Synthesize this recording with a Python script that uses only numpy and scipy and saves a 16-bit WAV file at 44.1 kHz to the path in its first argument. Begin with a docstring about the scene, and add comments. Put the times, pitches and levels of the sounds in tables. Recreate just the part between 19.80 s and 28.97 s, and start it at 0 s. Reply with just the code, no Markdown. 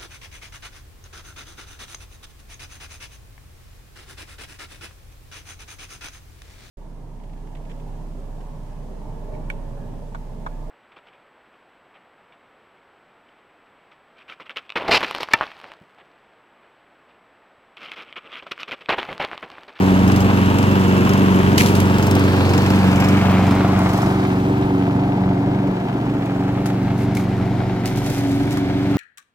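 """A petrol lawn mower hums and chugs on the left, with a brief puff of wind, then rolls past and away.
Its blade hums at two passes a turn, its one cylinder thuds through the muffler once in two turns, and
the governor (the speed control) swings the speed about twice a second. Air roars under the deck (the
blade's steel cover), the exhaust barks as it passes, loose metal ticks with the firings, and now and
then the blade hits twigs and dry stalks. A hand-held phone hears it all in stereo."""
import sys
import numpy as np
from scipy import signal
from scipy.fft import rfft, irfft, next_fast_len
from scipy.io import wavfile
from scipy.ndimage import map_coordinates

SR = 44100
rng = np.random.default_rng(int(sys.argv[2]) if len(sys.argv) > 2 else 0)


def output_pcm(signal):
    """Save a mono or channel-first signal as 16-bit PCM at the path in sys.argv[1].

    Samples are clipped to [-1, 1] before scaling.
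    """
    pcm = np.clip(np.atleast_2d(signal).T, -1, 1) * 32767
    wavfile.write(sys.argv[1], SR, np.round(pcm).astype(np.int16))


N = 404397
TIME = np.arange(N) / SR
FFT_SIZE = next_fast_len(N, real=True)
FREQ = np.maximum(np.arange(FFT_SIZE // 2 + 1) * SR / FFT_SIZE, 1)

# engine speed: t/s, mean firing rate/Hz, rate of the governor's swings/Hz
ENGINE_SPEED = [(0.0, 23.48, 2.17), (1.1, 23.7, 2.22), (1.9, 23.52, 1.9), (3.2, 23.62, 2.11),
                (5.0, 23.56, 2.04), (6.6, 23.6, 1.92), (8.5, 23.48, 2.26), (9.17, 23.63, 2.52)]
# the mower's route: t/s, distance/m, bearing (sine of its angle, right is +),
# share heard from behind (0-1), share hidden by the person pushing (0-1)
ROUTE = [(0, 1.6, -0.77, 0.21, 0.38), (1.6, 1.71, -0.85, 0.01, 0.31), (2.7, 1.65, -0.53, 0.23, 0.22),
         (3.3, 1.67, -0.42, 0.4, 0.16), (3.8, 1.84, 0.12, 0.88, 0.26), (4.2, 2.48, 0.5, 0.98, 0),
         (4.7, 3.24, 0.65, 0.5, 0.55), (5.5, 2.9, 0.46, 0.87, 0.91), (6.2, 3.24, 0.49, 0.58, 0.88),
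         (7.7, 4.2, -0.058, 1, 0.24), (8.7, 4.8, -0.37, 0.97, 0), (9.17, 3.7, -0.27, 0.65, 0.23)]
# the blade's hum and its harmonics (tones at 2, 3 and 4 times its pitch), each: t/s, level/dB
BLADE_HUM = [(0, -20.5), (.6, -18.5), (1.2, -23), (2.4, -18), (3.98, -21.5), (4.15, -28.5), (5.6, -30.5),
             (6, -47), (6.6, -36.5), (7.7, -29.5), (8.2, -36.5), (9.17, -29)]
BLADE_2ND = [(0.0, -14), (0.7, -21), (1.3, -18), (2.4, -22), (2.7, -28.5), (2.8, -17.5), (3.6, -19),
             (4.02, -20.5), (4.15, -22), (4.8, -26), (5.6, -23), (6.1, -28), (6.27, -35), (6.42, -27.5),
             (7.7, -25), (8.6, -38), (8.8, -29), (9.17, -25.5)]
BLADE_3RD = [(0.0, -22.5), (0.8, -26), (1.0, -30), (1.8, -26), (1.9, -33), (2.3, -24), (3.8, -25),
             (4.1, -33), (4.6, -24), (5.9, -24.5), (6.0, -38), (6.2, -27), (7.2, -24.5), (7.8, -39.5),
             (8.36, -28.5), (8.46, -18.5), (8.7, -24.5), (9.17, -22.5)]
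BLADE_4TH = [(0, -25), (.6, -41), (1.15, -26.5), (1.8, -33), (2.3, -26), (3.0, -34.5), (3.7, -35),
             (4.2, -30.5), (4.8, -29.5), (5.4, -31.5), (6.4, -35), (7.3, -34.5), (8.2, -33.5), (8.4, -36),
             (8.6, -33), (9.17, -32)]
# buzz of blade and crank: multiple of the turning rate, front level/dB, back level/dB (both at NEAR_M)
BUZZ_TONES = [(10, -40, -40), (11, -44.5, -40.5), (12, -39, -36.5), (14, -42, -37.5), (15, -48, -34),
              (16, -40.5, -39), (17, -49, -37.5), (18, -40, -43), (19, -39, -45), (20, -39.5, -47),
              (21, -37, -55)]
# tones of the thud: multiple of the firing rate, relative front level/dB, relative back level/dB
THUD_TONES = [(2, -37, -37), (3, -36, -51), (5, -19.5, -22.5), (6, -22.5, -26), (7, -32, -32),
              (9, -20.5, -31.5), (10, -26, -43.5), (11, -30.5, -37.5), (13, -32, -31.5), (14, -30, -50),
              (15, -38, -62), (17, -28, -61), (18, -37.5, -68), (20, -36.5, -43.5)]
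# brief dips in the thud: start/s, length/s, change/dB
THUD_LULLS = [(-.2, 0.43, -6), (5.753, 0.56, -3.5), (6.346, 0.52, -2.5), (7.95, 0.73, -1.5),
              (8.7, 0.59, -2.5)]
# resonances of the muffler's outlet and of its can, each: f/Hz, width/Hz, relative level/dB
OUTLET_MODES = [(330, 170, 3), (698, 240, 6), (840, 320, -6.5)]
CAN_MODES = [(655, 380, 14), (820, 110, -4)]
# the outlet's pop and the can's bark, loudest as the muffler swings past, each: t/s, level/dB
POP_LEVEL = [(0, -40), (2.4, -35.5), (3.3, -37), (3.8, -30), (4.35, -31), (4.7, -39), (4.95, -35.5),
             (5.4, -42), (6.3, -40.5), (7.6, -45), (9.17, -51)]
BARK_LEVEL = [(0, -43), (2.4, -59), (3.4, -30), (3.8, -36), (4.3, -44), (4.7, -35), (5.0, -36), (5.6, -39),
              (6.2, -47.5), (7.8, -39), (9.17, -50)]
# puffs of gas into the can: place in the engine cycle (0-1), relative level/dB
GAS_PUFFS = [(.78, -1), (0.4, 0.5), (0.01, -5), (.24, 0)]
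# blows of firing, valve and piston: place in the engine cycle (0-1), relative level/dB
FIRING, VALVE = 0.48, 0.77
ENGINE_BLOWS = [(FIRING, 0), (VALVE, 0), (0.22, -2), (0.98, -3)]
# tone colour of churned air and of machine noise, each: f/Hz, relative front and back levels/dB
AIR_COLOUR = [(20, -65, -74), (35, -70, -69), (52, -58.5, -63), (79, -59, -64.5), (143, -56, -59),
              (225, -46, -58.5), (290, -47.5, -54.5), (420, -43.5, -68.5), (574, -56, -57.5)]
MACHINE_COLOUR = [(383, -1, 6), (540, -0.5, -0.5), (662, -5, 4), (880, -2.5, -4.5), (1014, -1.5, -10),
                  (1460, -7.5, -13), (1680, -8.5, -17.5), (2130, -12, -18.5), (2670, -9.5, -23.5),
                  (4060, -19.5, -27), (7950, -21.5, -37.5), (9000, -26.5, -40.5), (13200, -24, -41.5),
                  (16200, -26.5, -45)]
# swells of rasp as the mower nears or turns: start/s, length/s, level/dB, f/Hz, width/Hz
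RASP_SWELLS = [(2.3, 0.8, -39, 4300, 1200), (3.055, 0.74, -34, 2280, 570), (3.3, 1.33, -29, 1040, 560),
               (1.8, 1.8, -32.5, 480, 140), (4.3, 1.6, -35, 840, 200), (0.47, 1.1, -38.5, 2770, 500),
               (8.4, 2.2, -43.5, 2250, 450), (7.94, 1.6, -45.5, 3300, 1500)]
# resonances of the loose metal: f/Hz, width/Hz, relative level/dB
METAL_MODES = [(2990, 150, 5), (5250, 140, 7.5), (6430, 82, 8), (7400, 500, -1.5), (12500, 3900, -12)]
# spells when it shakes hard: start/s, length/s, ring level/dB, crack level/dB
METAL_SHAKES = [(0.247, 0.2, -31, -21), (0.64, 0.38, -38, -30), (1.223, 0.21, -40, -29),
                (2.163, 0.25, -29, -21.5), (2.62, 0.37, -33, -39), (3.11, 0.29, -34, -39),
                (3.63, .13, -35, -30), (4.056, 0.22, -30, -33)]
# its hardest single ticks: t/s, ring level/dB, crack level/dB
METAL_TICKS = [(0.785, -33, -26), (1.292, -30, -31), (1.334, -23, -29), (2.311, -31, -23),
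               (2.692, -26, -38), (2.735, -25, -34), (2.777, -22, -30), (2.861, -27, -38),
               (2.902, -25, -24), (3.157, -28, -38), (3.201, -26, -30), (3.243, -25, -34),
               (3.286, -25, -29)]
# twigs and stalks hit by the blade: t/s, crack level/dB, splinter level/dB
TWIG_HITS = [(1.7763, -17, -21), (1.7797, -5.5, -20), (1.803, -23, -23), (1.835, -24, -31),
             (1.86, -13, -27), (1.883, -24, -32), (1.951, -16, -26.5), (2.001, -14, -30),
             (3.9898, -21, -44), (6.4568, -35, -49), (6.8573, -24, -34.5), (7.3492, -25, -36),
             (7.369, -20.5, -40), (8.0565, -16, -32.5), (8.064, -32, -39), (8.157, -36, -40),
             (8.172, -23, -40), (8.24, -35, -41), (8.262, -32, -37), (8.3, -21, -46), (8.337, -31, -45),
             (8.38, -29, -38), (8.483, -38, -50), (8.511, -37, -42), (8.707, -32, -35), (8.724, -22, -51),
             (8.771, -22, -48), (8.781, -30, -55)]
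# tone colour of twigs and leaves: f/Hz, relative level/dB
TWIG_COLOUR = [(900, -10), (2000, 8.5), (3500, 4), (6000, 4.5), (9000, 0.5), (13000, 0.5), (16000, -8)]
# heavier pieces ringing the deck: t/s, level/dB, f/Hz, t60/s (time to fade by 60 dB)
DECK_CLANKS = [(1.782, -19, 2680, 0.07), (1.801, -12, 2390, .04), (1.806, -25, 3300, 0.028),
               (1.809, -2.5, 2050, 0.019), (7.369, -26, 2160, 0.055), (8.769, -20, 1200, 0.046),
               (8.771, -29, 1760, 0.027)]
# dry leaves being shredded: start/s, length/s, level/dB
LEAF_PATCHES = [(4.002, 0.36, -43.5), (7.164, 0.1, -44), (7.39, .07, -49), (8.038, 0.78, -43),
                (8.23, 0.18, -45)]
# tone colour of the direct and the scattered sound, each: f/Hz, gain/dB
DIRECT_COLOUR = [(1000, -1.0), (4000, -3.0), (10000, -7.5)]
SCATTER_COLOUR = [(500, -5.5), (1000, -5), (2200, -3.8), (4000, -2), (10000, -.8)]
# mismatch of the microphones: f/Hz, gain/dB added on the left and taken from the right
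MIC_TILT = [(90, -.6), (200, -.1), (400, -.3), (700, 1.1), (1400, .7), (2600, -.3), (5000, .5)]

NEAR_M = 2  # levels are given for this distance
# loudness of five parts, each: front level/dB, change from behind/dB, change when hidden/dB
ROAR, HOLLOW, CLATTER = (-24, -1.4, -1.3), (-45, 12.6, 3.5), (-29, -1.24, -6)
HISS, LOOSE_METAL = (-35.5, -4.5, -11.5), (-47, -12.5, -4)
# places in the engine cycle (0-1); one cycle is two turns with one firing
BLADE_TIP, METAL_SLAP, OUTLET_POP, THUD = 0.141, 0.472, 0.785, 0.81
PASSES_PER_CYCLE = 4  # two blade tips, two turns
TICK_T60_S, CRACK_T60_S, SPRAY_T60_S = 0.023, 0.02, 0.19


def governor(swing_hz=0.29, throttle_lead=0.18):
    """The speed swings, led by the throttle. Gives engine cycles so far and throttle (-1 to 1)."""
    mean_hz, swing_rate = curves(ENGINE_SPEED)
    swings = np.cumsum(swing_rate) / SR
    firing_hz = mean_hz + swing_hz * np.cos(2 * np.pi * swings)
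    return np.cumsum(firing_hz) / SR, np.cos(2 * np.pi * (swings + throttle_lead))


def blade(cycle, throttle, waver_db=1.14, sag_db=1.7, drift_rad=0.45):
    """Blade tips hum as they pass the grass chute; the second harmonic sags as the throttle opens."""
    levels = [curves(table)[0] for table in (BLADE_HUM, BLADE_2ND, BLADE_3RD, BLADE_4TH)]
    levels[1] -= sag_db * throttle
    angle = blade_angle(cycle, BLADE_TIP)
    tones = [undb(db + waver_db * wander(9)) * np.cos(k * angle + drift_rad * wander(0.413))
             for k, db in enumerate(levels, 1)]
    return np.sqrt(2) * sum(tones)


def muffler_thud(cycle, throttle, distance, behind, near_db=-23, loss_db_per_m=0.37):
    """One thud per firing; echoes from lawn and shed make its higher tones waver, each in its own way."""
    level_db = near_db + 1.2 * throttle - loss_db_per_m * (distance - NEAR_M)
    level_db += sum(db * swell(start, length) for start, length, db in THUD_LULLS)
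    tones, power = 0, 0
    for k, front_db, back_db in THUD_TONES:
        size = undb(blend(front_db, back_db, behind))
        echoes = 1 + 0.033 * k * (wander(0.815) + 1j * wander(2.5))
        tone = size * echoes * np.exp(1j * rng.normal(0, 1.14))
        tones += np.real(tone * np.exp(2j * np.pi * k * (cycle - THUD)))
        if k in (5, 6):  # these two strong tones set the loudness
            power += np.abs(tone) ** 2 / 2
    return -tones / np.sqrt(power) * undb(level_db - 0.1 * wander(19))


def muffler_pop(cycle, scatter_db=2.7, gas=0.69):
    """As the valve opens, a sharp pulse and a spurt of gas leave the outlet: one chug per firing."""
    count = np.floor(cycle - OUTLET_POP)
    pulses = np.diff(count, prepend=count[0]) * undb(scatter_db * rng.standard_normal(N))
    puffs = pulses + gas * rng.standard_normal(N) * spurt(pulses)
    outlet = modes(OUTLET_MODES) * between(180, 860)
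    return -unit(shape(puffs, outlet)) * undb(curves(POP_LEVEL)[0])


def muffler_bark(cycle, scatter_db=2.5, gas=0.89):
    """Each piston stroke knocks the muffler can into a short throaty ring, roughened by gas."""
    puffs = 0
    for place, db in GAS_PUFFS:
        count = np.floor(cycle - place + 0.003 * wander(10))
        pulses = np.diff(count, prepend=count[0]) * undb(db + scatter_db * rng.standard_normal(N))
        puffs += pulses + gas * noise() * spurt(pulses)
    can = modes(CAN_MODES) * between(720, 1350)
    path_signs = np.array([[1], [1], [-1]])
    return unit(shape(puffs * path_signs, can)) * undb(curves(BARK_LEVEL)[0])


def rush(cycle, firing, valve, chop=0, decay=0.12):
    """Gas and air surge as the cylinder fires and the valve opens; each blade pass chops the noise."""
    surge = 1 + firing * burst(cycle, FIRING, decay, 2.6) + valve * burst(cycle, VALVE, decay, 4.9)
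    return unit(noise() * surge * (1 + chop * np.cos(blade_angle(cycle, FIRING))))


def knocks(cycle, ring_s=0.0061, rise_s=0.0013, scatter_db=4.0):
    """Firing, valve and piston blows shake the engine body, whose ring slowly changes."""
    age = TIME[:SR // 20]
    out = 0
    for place, db in ENGINE_BLOWS:
        pulses = np.diff(np.floor(cycle - place), prepend=np.floor(-place))
        blows = pulses * undb(db + scatter_db * rng.standard_normal(N))
        balance = 1.2 * wander(1.2)
        for share in (np.cos(balance), np.sin(balance)):  # two ways of ringing trade places
            ring = rng.standard_normal((3, len(age))) * np.exp(-age / ring_s) * (1 - np.exp(-age / rise_s))
            out += signal.oaconvolve((blows * share)[None], ring, axes=1)[:, :N]
    return unit(out)


def deck_roar(cycle, blows, bearing, behind):
    """Rushing air and engine blows make the deck roar."""
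    chug = 0.27 + 0.25 * np.clip(bearing + 0.23, 0, 1)  # once past, the muffler faces the phone
    chop = 0.17 + 0.58 * behind  # the chute faces backwards
    source = rush(cycle, firing=0.4, valve=chug, chop=chop) + 0.41 * blows
    return coloured(source, MACHINE_COLOUR, between(290, 1780), behind)


def churned_air(cycle, behind, roar_db, throb=0.6):
    """Air swirling under the deck rumbles and throbs with the blade passes."""
    churn = rng.standard_normal(N) * (1 + throb * np.cos(blade_angle(cycle, BLADE_TIP)))
    return coloured(churn, AIR_COLOUR, between(16, 337), behind) * undb(0.46 * roar_db - 12)


def hollow_throb(cycle, blows, hz=784, width_hz=250):
    """The space under the deck answers blows, valve puffs and blade passes with a hollow note."""
    source = rush(cycle, firing=0.21, valve=2.5, chop=0.92) + blows
    return unit(shape(source, resonance(hz, width_hz) ** 2))


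def deck_clatter(cycle, blows, grass, behind, level_db, ring_db=-7.5):
    """Engine blows and flying grass clatter; from behind, the steel deck is heard ringing along."""
    source = rush(cycle, firing=0.48, valve=0.063, chop=0.036) + 0.72 * blows + 0.35 * grass
    clatter = coloured(source, MACHINE_COLOUR, between(1394, 4220), behind) * undb(level_db)
    return clatter + behind * undb(ring_db) * shape(clatter, resonance(hz=2170, width_hz=260))


def gas_hiss(cycle, grass, behind):
    """Surging gas and snapping grass make a high hiss."""
    source = rush(cycle, firing=0.55, valve=0.63) + 0.31 * grass
    return coloured(source, MACHINE_COLOUR, between(4330, 18000), behind)


def air_rasp(cycle):
    """Bands of rasping air swell and fade, pulsing with the engine."""
    source = rush(cycle, firing=0.35, valve=0.5, chop=0.19)
    return sum(undb(db) * swell(start, length) * unit(shape(source, resonance(hz, width) ** 2))
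               for start, length, db, hz, width in RASP_SWELLS)


def crank_buzz(cycle, distance, behind, flutter=0.27):
    """The spinning blade and crank buzz in high harmonics, each fluttering in its own way."""
    out = 0
    for k, front_db, back_db in BUZZ_TONES:
        size = undb(blend(front_db, back_db, behind)) * NEAR_M / distance
        angle = 2 * np.pi * (k * 2 * cycle + rng.random((3, 1))) + 0.8 * wander(5)
        out += size * (1 + flutter * np.tanh(2 * wander(3))) * np.cos(angle)
    return out


def loose_metal(cycle, throttle, level_db):
    """Each firing shakes loose metal: a dry crack, then a short ring, much harder in spells."""
    steady = undb(level_db - 0.5 * throttle)
    ring_spells = sum(undb(db) * swell(start, length) for start, length, db, _ in METAL_SHAKES)
    crack_spells = sum(undb(db) * swell(start, length) for start, length, _, db in METAL_SHAKES)
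    ring_ticks = sum(undb(db) * fade(t, TICK_T60_S) for t, db, _ in METAL_TICKS)
    crack_ticks = sum(undb(db) * fade(t, CRACK_T60_S) for t, _, db in METAL_TICKS)
    shake = burst(cycle, METAL_SLAP, decay=0.23, scatter_db=2.5)
    slap = burst(cycle, METAL_SLAP, decay=0.041, scatter_db=2.2, rise=0.035)
    chatter = noise() * (unit(shake) * steady + shake * ring_spells + ring_ticks)
    ring = shape(chatter, unit(modes(METAL_MODES)))
    crack = unit(shape(noise(), above(700) * np.sqrt(resonance(3000, 4400))))
    return ring + crack * (unit(slap) * steady * undb(-2) + 2 * slap * crack_spells + crack_ticks)


def twigs_and_leaves():
    """Twigs crack and spray against the deck, which rings; dry leaves crackle."""
    cracks = sum(undb(db) * fade(t, CRACK_T60_S, rise_s=0.0014) for t, db, _ in TWIG_HITS)
    splinters = sum(undb(db) * fade(t, SPRAY_T60_S) for t, _, db in TWIG_HITS)
    leaves = sum(undb(db) * swell(start, length) for start, length, db in LEAF_PATCHES)
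    colour = slope(TWIG_COLOUR) * above(900)
    spray = unit(shape(clicks(per_s=4500, spread_db=4.2), colour))
    clanks = sum(undb(db) * fade(t, t60) * unit(shape(noise(), resonance(hz, 0.2 * hz) ** 2))
                 for t, db, hz, t60 in DECK_CLANKS)
    snap = unit(shape(noise() + clicks(per_s=6000, spread_db=2.2), colour))
    return snap * cracks + spray * (splinters + leaves) + clanks


def breeze(level_db=-34):
    """A puff of wind rumbles on the phone at the start."""
    rumble = unit(shape(rng.standard_normal(N), between(33, 55)))
    return rumble * undb(level_db) * swell(-0.2, length_s=0.87)


def garden(hum, paths, bearing, paths_db=-1, mic_lag_s=0.00035, shade_db=-9, shade_hz=6300):
    """Direct sound reaches the nearer microphone first; lawn, shed and fence scatter the rest."""
    direct = hum + undb(paths_db) * shape(paths[0], slope(DIRECT_COLOUR))
    scattered = undb(paths_db) * shape(paths[1:], slope(SCATTER_COLOUR))
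    lead = bearing * mic_lag_s * SR / 2
    arrivals = [map_coordinates(direct, [np.arange(N) + side * lead], order=3, mode="nearest")
                for side in (-1, 1)]
    left, right = scattered + arrivals
    # the phone's body shades the right microphone from treble that comes from the left
    shade = np.clip(0.25 - 1.3 * bearing, 0, 1) * (1 - undb(shade_db))
    right = right - shade * shape(right, above(shade_hz) ** 2)
    tilt = slope(MIC_TILT)
    bass_cut = 1 / (1 + 23 / (1j * FREQ))  # the left microphone fades below 23 Hz
    return np.array([shape(left, tilt * bass_cut), shape(right, 1 / tilt)])


def heard(part, distance, behind, hidden):
    """A part's level in dB, set by distance and by the deck or the person being in the way."""
    front_db, behind_db, hidden_db = part
    return front_db - 20 * np.log10(distance / NEAR_M) + behind * behind_db + hidden * hidden_db


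def coloured(source, table, band, behind):
    """One band of a sound, its tone colour blended between the mower's front and back."""
    table = np.array(table)
    front, back = (unit(shape(source, slope(table[:, [0, k]]) * band)) for k in (1, 2))
    return blend(front, back, behind)


def blend(front, back, behind):
    """Slide from front to back as behind goes from 0 to 1."""
    return front + behind * (back - front)


def blade_angle(cycle, place):
    """An angle that goes once round for each blade pass."""
    return 2 * np.pi * PASSES_PER_CYCLE * (cycle - place)


def burst(cycle, place, decay, scatter_db, rise=0.046):
    """One burst of random strength per engine cycle; rise and decay are in cycles."""
    since = cycle - place + 1
    age = since % 1
    size = undb(scatter_db * rng.standard_normal(N // 100))
    return size[since.astype(int)] * np.exp(-age / decay) * (1 - np.exp(-age / rise))


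def spurt(pulses, decay_s=0.0021):
    """The flow of gas dying away after each pulse."""
    samples = decay_s * SR
    return signal.lfilter([1], [1, -np.exp(-1 / samples)], pulses) * np.sqrt(2 / samples)


def fade(start_s, t60, rise_s=0.00042):
    """The quick rise and fade of one hit."""
    start = int(start_s * SR)
    age = TIME[:min(SR // 2, N - start)]
    tail = np.exp(-np.log(1000) * age / t60) * (1 - np.exp(-age / rise_s))
    return np.pad(tail, (start, N - start - len(tail)))


def swell(start_s, length_s):
    """A rounded arch of height 1."""
    along = np.clip((TIME - start_s) / length_s, 0, 1)
    return np.sqrt(np.abs(np.sin(np.pi * along)))


def noise():
    """White noise on three paths: direct, scattered to the left, scattered to the right."""
    return rng.standard_normal((3, N))


def clicks(per_s, spread_db):
    """Random clicks on the three paths, a few far stronger than the rest."""
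    chance = rng.random((3, N)) * SR / per_s
    hit = chance < 1
    out = noise() * hit
    out[hit] *= undb(spread_db * np.minimum(-np.log(chance[hit]), 4))
    return unit(out)


def wander(rate_hz):
    """A smooth random drift of typical size 1."""
    return unit(np.interp(TIME * rate_hz * 2, np.arange(N // 100), rng.standard_normal(N // 100)))


def curves(rows):
    """Each column of a time table, sample by sample."""
    times, *columns = np.transpose(rows)
    return [np.interp(TIME, times, column) for column in columns]


def shape(x, gain):
    """Filter by a gain at every frequency."""
    return irfft(rfft(x, FFT_SIZE) * gain, FFT_SIZE)[..., :N]


def slope(points):
    """Gain at every frequency from points of f/Hz, level/dB."""
    hz, db = np.transpose(points)
    return undb(np.interp(np.log(FREQ), np.log(hz), db))


def above(hz, order=4):
    """Gain that keeps what lies above hz."""
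    return 1 / np.sqrt(1 + (hz / FREQ) ** (2 * order))


def between(low_hz, high_hz):
    """Gain that keeps one band."""
    return above(low_hz) * np.sqrt(1 - above(high_hz) ** 2)


def resonance(hz, width_hz):
    """Gain of something that rings at one pitch; narrower rings longer."""
    return 1 / (1 + 1j * (FREQ ** 2 - hz ** 2) / (FREQ * width_hz))


def modes(rows):
    """Gain of a body with several resonances."""
    return sum(undb(db) * resonance(hz, width) for hz, width, db in rows)


def undb(db):
    """Decibels to gain."""
    return 10 ** (np.asarray(db) / 20)


def unit(x):
    """Scale to an average power of 1."""
    return x / np.sqrt(np.mean(np.abs(x) ** 2))


def scene():
    """The engine cycle sets the mower's rhythm; its route sets level, tone colour and direction."""
    cycle, throttle = governor()
    distance, bearing, behind, hidden = curves(ROUTE)
    position = distance, behind, hidden
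    roar_db = heard(ROAR, *position)
    blows = knocks(cycle)
    grass = clicks(per_s=1200, spread_db=4.5)  # grass snaps and pelts the deck
    roar = deck_roar(cycle, blows, bearing, behind) * undb(roar_db)
    throb = hollow_throb(cycle, blows) * undb(heard(HOLLOW, *position))
    clatter = deck_clatter(cycle, blows, grass, behind, heard(CLATTER, *position))
    hiss = gas_hiss(cycle, grass, behind) * undb(heard(HISS, *position))
    metal = loose_metal(cycle, throttle, heard(LOOSE_METAL, *position))
    # the low hum arrives directly; the rest travels on all three paths
    hum = blade(cycle, throttle) + muffler_thud(cycle, throttle, distance, behind)
    hum += muffler_pop(cycle) + churned_air(cycle, behind, roar_db)
    paths = roar + throb + clatter + hiss + metal + muffler_bark(cycle)
    paths += crank_buzz(cycle, distance, behind) + air_rasp(cycle) + twigs_and_leaves()
    return garden(hum, paths, bearing) + breeze()


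def record(dry, ceiling=0.9, top_hz=15950):
    """The phone rounds off the tallest peaks and cuts the highest treble."""
    rounded = dry / (1 + (dry / ceiling) ** 8) ** (1 / 8)
    return signal.sosfiltfilt(signal.ellip(10, 0.05, 50, top_hz, fs=SR, output="sos"), rounded)


dry = scene()
out = record(dry)
output_pcm(out)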